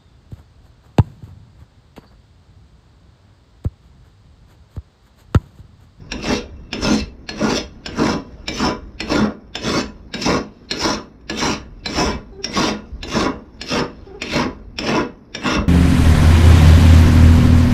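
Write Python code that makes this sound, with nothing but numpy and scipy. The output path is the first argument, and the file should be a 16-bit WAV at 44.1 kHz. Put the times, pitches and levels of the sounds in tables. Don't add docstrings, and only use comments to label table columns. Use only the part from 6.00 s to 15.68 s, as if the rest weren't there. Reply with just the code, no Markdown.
import sys
import numpy as np
from scipy import signal
from scipy.fft import rfft, irfft
from scipy.io import wavfile

SR = 44100
rng = np.random.default_rng(int(sys.argv[2]) if len(sys.argv) > 2 else 0)


def digitize_waveform(pressure):
    field = np.atleast_2d(pressure).T
    bounded = np.clip(field, -1, 1)
    quanta = np.round(bounded * 32767).astype(np.int16)
    wavfile.write(sys.argv[1], SR, quanta)


def convert_level_to_amplitude(level_db):
    exponent = np.asarray(level_db, float) / 20
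    return 10 ** exponent


N = 426888

# t/s, blow level/dB, favoured ring f/Hz,
# then tilt of the low/dB, lower middle/dB and upper region/dB
LANDINGS = [(0.119, -16.5, 2660, -15.5, -9, -4.5), (0.7298, -19, 2670, -7.5, -6, 3),
            (1.29, -18, 2650, -13, -5, 2), (1.8603, -22.5, 3380, -5.5, -1.5, 4.5),
            (2.4812, -14.5, 2190, -16.5, -10.5, 0.5), (3.0038, -21.5, 3670, -10, 2.5, 7.5),
            (3.554, -20, 3610, -7.5, -3.5, 4), (4.1396, -19, 3700, -15.5, 2.5, 2),
            (4.7111, -15.5, 4160, -23, -2, 1), (5.2969, -15, 2640, -10.5, -9, 0),
            (5.8585, -16.5, 3940, -8.5, -2.5, 5), (6.4438, -18.5, 5560, -12, -3.5, -0.5),
            (7.0301, -20, 2620, -18, -10, -1.5), (7.6142, -19, 4750, -18.5, -4, -1.5),
            (8.219, -16.5, 2500, -17, -9.5, 1.5), (8.7866, -19, 2550, -12.5, -11, 2.5),
            (9.3489, -18, 5580, -14, -6, -2.5)]
# f/Hz, rasped level/dB, struck level/dB, undamped t60/s
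MODES = [(125, -33, -23, 0.04), (182.5, -18, -26.5, 0.44), (208.8, 1.5, -2, 0.34),
         (273.3, -2.5, -27, 0.084), (336, -12, -11, 0.086), (417, -6.5, -20, 0.39),
         (482.1, -10, -12.5, 0.37), (585.4, -6, -11.5, 0.068), (790, -11.5, 4.5, 0.14),
         (878, -30.5, -7, 0.12), (993.6, -3, -22.5, 0.13), (1153, -8.5, -48.5, 0.041),
         (1242, -16, -30, 0.088), (1415, -4, -27, 0.11), (1665, -12, 4.5, 0.071), (1927, -37, -11, 0.074),
         (2060, -36.5, -11.5, 0.4), (2271, -17, -0.5, 0.21), (2500, -19, 6.5, 0.023),
         (2673, -9, -8.5, 0.074), (2821, -14, 1.5, 0.034), (3212, -19, -26.5, 0.11),
         (3584, -16.5, 2, 0.033), (4120, -17, -4.5, 0.081), (4657, -16.5, -2.5, 0.032),
         (5086, -17, -9.5, 0.12), (5490, -12.5, 2, 0.033), (5960, -16, -7, 0.084), (7096, -14, -4.5, 0.079),
         (7740, -14.5, -3, 0.012), (11240, -28, -10, 0.016)]
# full weight t/s, hold/s, shudder level/dB,
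# middle body beside it/dB, swell over the hold before the region's share/dB, creep before the push/dB
SHUDDERS = [(0.231, 0.076, -22, -10.5, 19, -31.5), (0.827, 0.096, -16, -8.5, 4, -28),
            (1.418, 0.12, -17.5, -5, -1.5, -32.5), (1.992, 0.16, -16.7, -5, -7, -32),
            (2.618, 0.075, -18, -2.5, -2.5, -29), (3.115, 0.135, -16.5, -5, -2, -29.5),
            (3.646, 0.14, -19.5, -5, 4, -32), (4.272, 0.11, -18, -5.5, -7.3, -28.5),
            (4.847, 0.13, -22.5, -0.5, -14.5, -28), (5.425, 0.074, -20, 1, -0.5, -27.5),
            (5.982, 0.11, -18, -4, -2, -29), (6.574, 0.13, -19, -4.5, -5.3, -32.5),
            (7.144, 0.12, -15.5, -4.5, 2.5, -33.5), (7.724, 0.096, -17.5, -4.5, 1, -38),
            (8.352, 0.099, -18, -3, -1.8, -31.5), (8.88, 0.11, -16.5, -5, 2, -26.5),
            (9.46, 0.12, -19, -2, -1.2, -32.5)]
# rise/(dB/s), fall/(dB/s),
# creep fade/(dB/s), creep offset/dB, share of the swell/1, arch/dB, drive/dB
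STROKE_RULES = [(600, 205.5, 61, 3, 0.96, -0.5, 16.0), (600, 244.5, 62, -10.5, 1.3, 1.5, 13.5),
                (450, 332.5, 54.5, 0, 0.92, -0.5, 23.5), (450, 549, 92.5, -19, 0.99, 2, 27),
                (300, 754, 148.5, -10, 1.6, 6, 20)]

LEAD_S = .025
GRIP_SHIFT, SHIFT_ABOVE_HZ = .022, 1500
MIC_EDGE_HZ, MIC_TREBLE_DB = 5680, -11


def rms_one(x):
    return x / np.sqrt(np.mean(x ** 2) + 1e-20)


def power_sum(*db):
    return 10 * np.log10(sum(convert_level_to_amplitude(2 * d) for d in db) + 1e-20)


def in_time(rows):
    s, *columns = np.transpose(rows)
    return [np.interp(np.arange(N) / SR, s, c) for c in columns]


def at_hz(points, hz):
    points_hz, points_db = np.transpose(points)
    return np.interp(np.log(hz), np.log(points_hz), points_db)


def between(values, centres_hz, hz):
    place = np.interp(np.log(hz), np.log(centres_hz), np.arange(len(centres_hz)))
    k = min(int(place), len(centres_hz) - 2)
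    return values[k] + (place - k) * (values[k + 1] - values[k])


def drift(rate_hz):
    r = np.exp(-80 * np.pi * rate_hz / SR)
    noise = rng.standard_normal(N // 40 + 2002)
    slow = signal.lfilter([1], [1, -2 * r, r * r], noise)[2000:]
    return np.interp(np.arange(N) / 40, np.arange(len(slow)), rms_one(slow))


def coloured(spectrum):
    hz = np.maximum(np.arange(N // 2 + 1) * SR / N, 1)
    return rms_one(irfft(rfft(rng.standard_normal(N)) * convert_level_to_amplitude(at_hz(spectrum, hz)), N))


def ring(force, hz, t60):
    r, w = convert_level_to_amplitude(-60 / (t60 * SR)), 2 * np.pi * hz / SR
    return signal.lfilter([0, np.sin(w)], [1, -2 * r * np.cos(w), r * r], force + 1e-18)


def ring_by_stroke(force, hz, t60, shifts):
    out = np.zeros(N + SR)
    cuts = [0] + [round((row[0] - LEAD_S) * SR) for row in LANDINGS] + [N]
    for a, b, shift in zip(cuts, cuts[1:], shifts):
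        piece = np.concatenate([force[a:b], np.zeros(SR // 4)])
        stroke_hz = hz * (1 + GRIP_SHIFT * shift * (hz > SHIFT_ABOVE_HZ))
        out[a:a + len(piece)] += ring(piece, stroke_hz, t60)
    return out[:N]


def pushes(rows, upper, rise, fall, fade, creep_db, share, arch_db):
    suddenness = [(0.92, 1.12), (1.2, 1.3), (0.74, 1), (0.93, 1.44), (0.69, 1.24), (0.9, 1.1), (.9, 1.41),
                  (0.83, 1.46), (.8, 1.1), (0.77, 0.98), (0.49, 0.97), (1.05, 0.84), (0.74, 1.19),
                  (1, 1.53), (0.65, 1.34), (0.66, 1.05), (0.82, 0.99)]
    knee_db, slow_share = 12, .6
    t, lands = np.arange(N) / SR, np.array(LANDINGS)[:, 0]
    k = np.searchsorted(lands, t) - 1
    full, hold, db, beside_db, swell_db, before_db = np.array(rows)[k].T
    bite, lift = np.array(suddenness)[k].T

    place = np.clip(2 * (t - full) / hold - 1, -1, 1)
    held_db = db + upper * beside_db + share * swell_db * place / 2 + arch_db * (.5 - place ** 2)
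    rising_db = np.minimum(bite * rise * (t - full), 0)
    since = np.maximum(t - full - hold, 0)
    fallen_db = np.minimum(lift * fall * since, knee_db + slow_share * fall * since)
    push_db = held_db + rising_db - fallen_db
    creep = np.where(t < full, before_db + creep_db - fade * (t - lands[k]), -200)
    return np.where(k < 0, -200, power_sum(push_db, creep))


def outdoor_air():
    air_colour = [(65, -9), (110, 6), (226, 14), (464, 1), (632, -5), (2220, -19.5), (2950, -38),
                  (5590, -33.5), (6590, -61), (11700, -27.5), (15000, -67)]
    return convert_level_to_amplitude(-44 + 1.0 * drift(5.4)) * coloured(air_colour)


def wind_and_rumble():
    wind_rows = [(0.0, -28.5), (0.97, -35.5), (3.29, -33.5), (3.42, -37), (4.34, -36.5), (4.5, -47),
                 (5.93, -35), (6.06, -20), (6.36, -37.5), (7.12, -34), (7.41, -39.5), (8.76, -34),
                 (9.22, -44), (9.68, -34)]
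    wind_colour = [(12, -26.5), (20, 2), (65, -0.5), (130, -17), (170, -17), (290, -120)]
    gusts = [(0.0, -22), (0.84, -16.5), (1.02, -19.5), (2.609, -25), (5.98, -20.5), (6.12, -26),
             (6.95, -23), (9.61, -17)]
    rise, fall = 307, 217
    t = np.arange(N) / SR
    puffs = [db + np.minimum(rise * (t - s), -fall * (t - s)) for s, db in gusts]
    rumble_db = pushes(SHUDDERS, 0, *STROKE_RULES[0][:-1]) - 20.5
    wind_db = in_time(wind_rows)[0] + 1.0 * drift(6.0)
    level_db = power_sum(wind_db, np.max(puffs, axis=0), rumble_db)
    return convert_level_to_amplitude(level_db + 2.0 * drift(9.0)) * coloured(wind_colour)


def creaks():
    creak_rows = [
        [(6.31, 403, -64), (6.322, 400, -35), (6.376, 383, -40), (6.408, 396, -29), (6.43, 394.3, -43)],
        [(8.06, 394.2, -33.5), (8.086, 414, -34.5), (8.128, 359, -36), (8.156, 417, -30.5), (8.2, 374, -36)],
    ]
    partials = [(1, -3.5), (2, -17), (3, -30), (4, -29)]
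    squeal = [(6.31, -93), (6.33, -63), (6.36, -66), (6.39, -80), (6.41, -72), (6.43, -85)]
    out, t = np.zeros(N), np.arange(N) / SR
    for rows in creak_rows:
        hz, db = in_time(rows)
        on = np.clip(np.minimum(t - rows[0][0], rows[-1][0] - t) / 0.014, 0, 1)
        phase = 2 * np.pi * np.cumsum(hz * (1 + 0.025 * drift(60.0))) / SR
        for multiple, partial_db in partials:
            level = convert_level_to_amplitude(db + partial_db + 2.0 * drift(30.0))
            out += np.sqrt(2) * on * level * np.sin(round(multiple) * phase)
    sounding = (t > squeal[0][0]) & (t < squeal[-1][0])
    return out + sounding * convert_level_to_amplitude(in_time(squeal)[0]) * np.sin(2 * np.pi * 4030 * t)


def landings(shifts):
    regions_hz = [850, 2100, 3550, 5200]
    ticks = [(1.2434, -58.5), (4.647, -46), (5.21, -44.5), (5.7794, -61.5), (7.5724, -46)]
    rows, out = np.array(LANDINGS), np.zeros(N)
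    blow_db, favoured_hz = rows[:, 1], rows[:, 2]
    at, lead = np.round(rows[:, 0] * SR).astype(int), round(LEAD_S * SR)
    regions = [rows[:, 3] - 4.0, rows[:, 4] - 8.0, 0 * blow_db - 6.0, rows[:, 5] - 8.0]
    t = np.arange(-lead, int(.04 * SR)) / SR
    settling = np.exp(-t / .004)
    for k, (hz, _, struck_db, t60) in enumerate(MODES):
        blows = np.zeros(N)
        favoured_db = 11 * np.exp(-(np.log(hz / favoured_hz) / .05) ** 2)
        chance_db = rng.normal(0, 3.5, len(at))
        blows[at] = convert_level_to_amplitude(blow_db + between(regions, regions_hz, hz) + struck_db + favoured_db + chance_db)
        for s, db in ticks:
            blows[round(s * SR)] = convert_level_to_amplitude(db + struck_db - 21.5) * (hz > SHIFT_ABOVE_HZ)
        before = convert_level_to_amplitude(-35) * np.exp(t / .011) * (SHIFT_ABOVE_HZ < hz < MIC_EDGE_HZ)
        chatter = rng.standard_normal(len(t)) * np.where(t < 0, before, convert_level_to_amplitude(-14) * settling)
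        chatter[lead] = .5
        force = signal.oaconvolve(blows, chatter)[lead:lead + N]
        out += ring_by_stroke(force, hz, 0.54 * t60, shifts[:, k])

    crack = np.zeros(N)
    bursts = rng.standard_normal((len(at), int(.04 * SR))) * np.exp(-t[lead:] / 0.0024)
    for i, db, burst in zip(at, blow_db, bursts):
        crack[i:i + len(burst)] = convert_level_to_amplitude(db - 7.0) * burst
    return out + signal.sosfilt(signal.butter(2, [600, 7000], "band", fs=SR, output="sos"), crack)


def stroke_levels():
    # full bite t/s, hold/s, rasp level/dB,
    # bright rasp beside it/dB, swell over the hold before the region's share/dB, creep before the bite/dB
    bites = [(0.245, 0.13, -29, 0, 0.5, -44), (0.829, 0.17, -28.5, 3, -2, -33),
             (1.394, 0.18, -30.5, 3, 9.5, -41), (1.987, 0.15, -31, 2.5, -1, -38),
             (2.568, 0.13, -31, 1.5, -6.5, -36.5), (3.123, 0.13, -33.5, 1, -13.5, -38),
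             (3.65, 0.16, -28.8, 3.7, 1, -37), (4.226, 0.15, -28.5, 0.6, -8, -38),
             (4.806, 0.144, -30.5, 5, -5.5, -32), (5.4, 0.14, -26, 1.8, -6.9, -35.5),
             (5.958, 0.16, -29.5, 1.9, -7.5, -38.5), (6.557, 0.14, -25.5, 1.7, -2.7, -45.5),
             (7.125, 0.13, -25.5, -1.5, -3.5, -50.5), (7.7, 0.1, -24, -2.5, -3.5, -68.5),
             (8.318, 0.11, -25.5, -2.5, -5, -26), (8.872, 0.137, -26, -8.0, -11.5, -33.5),
             (9.444, 0.1, -24, -3, 7, -45)]
    backdraw = [(.05, -59.5), (.6, -63.5), (1.18, -68), (1.76, -62.5), (2.35, -60), (2.9, -65), (3.46, -71),
                (4.03, -67), (4.59, -62.5), (5.18, -71), (5.75, -66.5), (6.32, -67.5), (6.92, -63),
                (7.5, -67), (8.08, -59), (8.66, -69.5), (9.22, -69.5)]
    backdraw_regions_db = [9.5, 4, -2, -1.5, -11.5]
    back_db, = in_time(backdraw)
    tables = [(SHUDDERS, 0), (SHUDDERS, 1), (bites, 0), (bites, 1), (bites, 1)]
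    levels = []
    for (rows, upper), (*motion, drive_db), beside_db in zip(tables, STROKE_RULES, backdraw_regions_db):
        push_db = pushes(rows, upper, *motion)
        levels.append(power_sum(push_db, back_db + beside_db) + drive_db)
    return levels


def teeth(per_s, spread_db):
    sizes = convert_level_to_amplitude(spread_db * np.minimum(rng.exponential(1, N), 5)) * rng.choice([-1, 1], N)
    return rms_one(sizes * (rng.random(N) < per_s / SR))


def rasp(shifts):
    regions_hz = [550, 1050, 2800, 5300, 9000]
    scrape_body = [(59, -40), (100, -17.5), (284, 0.5), (604, -13.5), (730, -7), (1030, -3.5), (2110, -13),
                   (2680, -24.5), (2970, -22), (6000, -23), (7800, -53), (13200, -120)]
    scrape_treble = [(6000, -23), (8000, -31), (11000, -34.5), (16000, -40.5)]
    regions = stroke_levels()
    forces = [teeth(per_s=3500, spread_db=3.6), teeth(per_s=3500, spread_db=3.6)]
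    judder = 0.98 * drift(45.0)
    colour = [point for point in scrape_body if point[0] < scrape_treble[0][0] - 100] + scrape_treble

    out, edges = np.zeros(N), 100 * 2 ** np.arange(0, 7.4, 1 / 4)
    for k, (low, high) in enumerate(zip(edges, edges[1:])):
        hz = np.sqrt(low * high)
        band = signal.sosfilt(signal.butter(2, [low, high], "band", fs=SR, output="sos"), forces[k % 2])
        flicker = (1.5 if hz < 500 else 3.5) * drift(12.2)
        out += band * convert_level_to_amplitude(between(regions, regions_hz, hz) + at_hz(colour, hz) + judder + flicker)

    for k, (hz, rasped_db, _, t60) in enumerate(MODES):
        flicker = (2.0 if hz < 500 else 4.0) * drift(13.0)
        level_db = between(regions, regions_hz, hz) + rasped_db - 21.5 + judder + flicker
        pressed = .48 * t60
        tone = ring_by_stroke(forces[k % 2] * convert_level_to_amplitude(level_db), hz, pressed, shifts[:, k])
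        out += tone / np.sqrt(pressed * SR / 21.8)
    return out


def yard(x):
    t = np.arange(int(.4 * SR)) / SR
    tail = rng.standard_normal(len(t)) * convert_level_to_amplitude(-60 * t / 0.21) * (t > .006)
    tail = signal.sosfilt(signal.butter(1, 4500, fs=SR, output="sos"), tail)
    return signal.oaconvolve(x, tail / np.sqrt(np.sum(tail ** 2)))[:N]


def scene():
    shifts = rng.standard_normal((len(LANDINGS) + 1, len(MODES)))
    work = rasp(shifts) + landings(shifts) + creaks()
    return (work + convert_level_to_amplitude(-11) * yard(work) + wind_and_rumble() + outdoor_air())[None]


def top_cut(x):
    return signal.sosfilt(signal.butter(12, 15660, fs=SR, output="sos"), x)


def record(dry):
    body = signal.sosfilt(signal.butter(8, MIC_EDGE_HZ, fs=SR, output="sos"), dry)
    treble = signal.sosfilt(signal.butter(8, MIC_EDGE_HZ, "high", fs=SR, output="sos"), dry)
    dulled = body + convert_level_to_amplitude(MIC_TREBLE_DB) * treble
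    heard = signal.sosfilt(signal.butter(2, 45, "high", fs=SR, output="sos"), dulled)
    mix = 0.76 * np.tanh(heard / 0.89)
    return top_cut(mix)


dry = scene()
out = record(dry)
digitize_waveform(out)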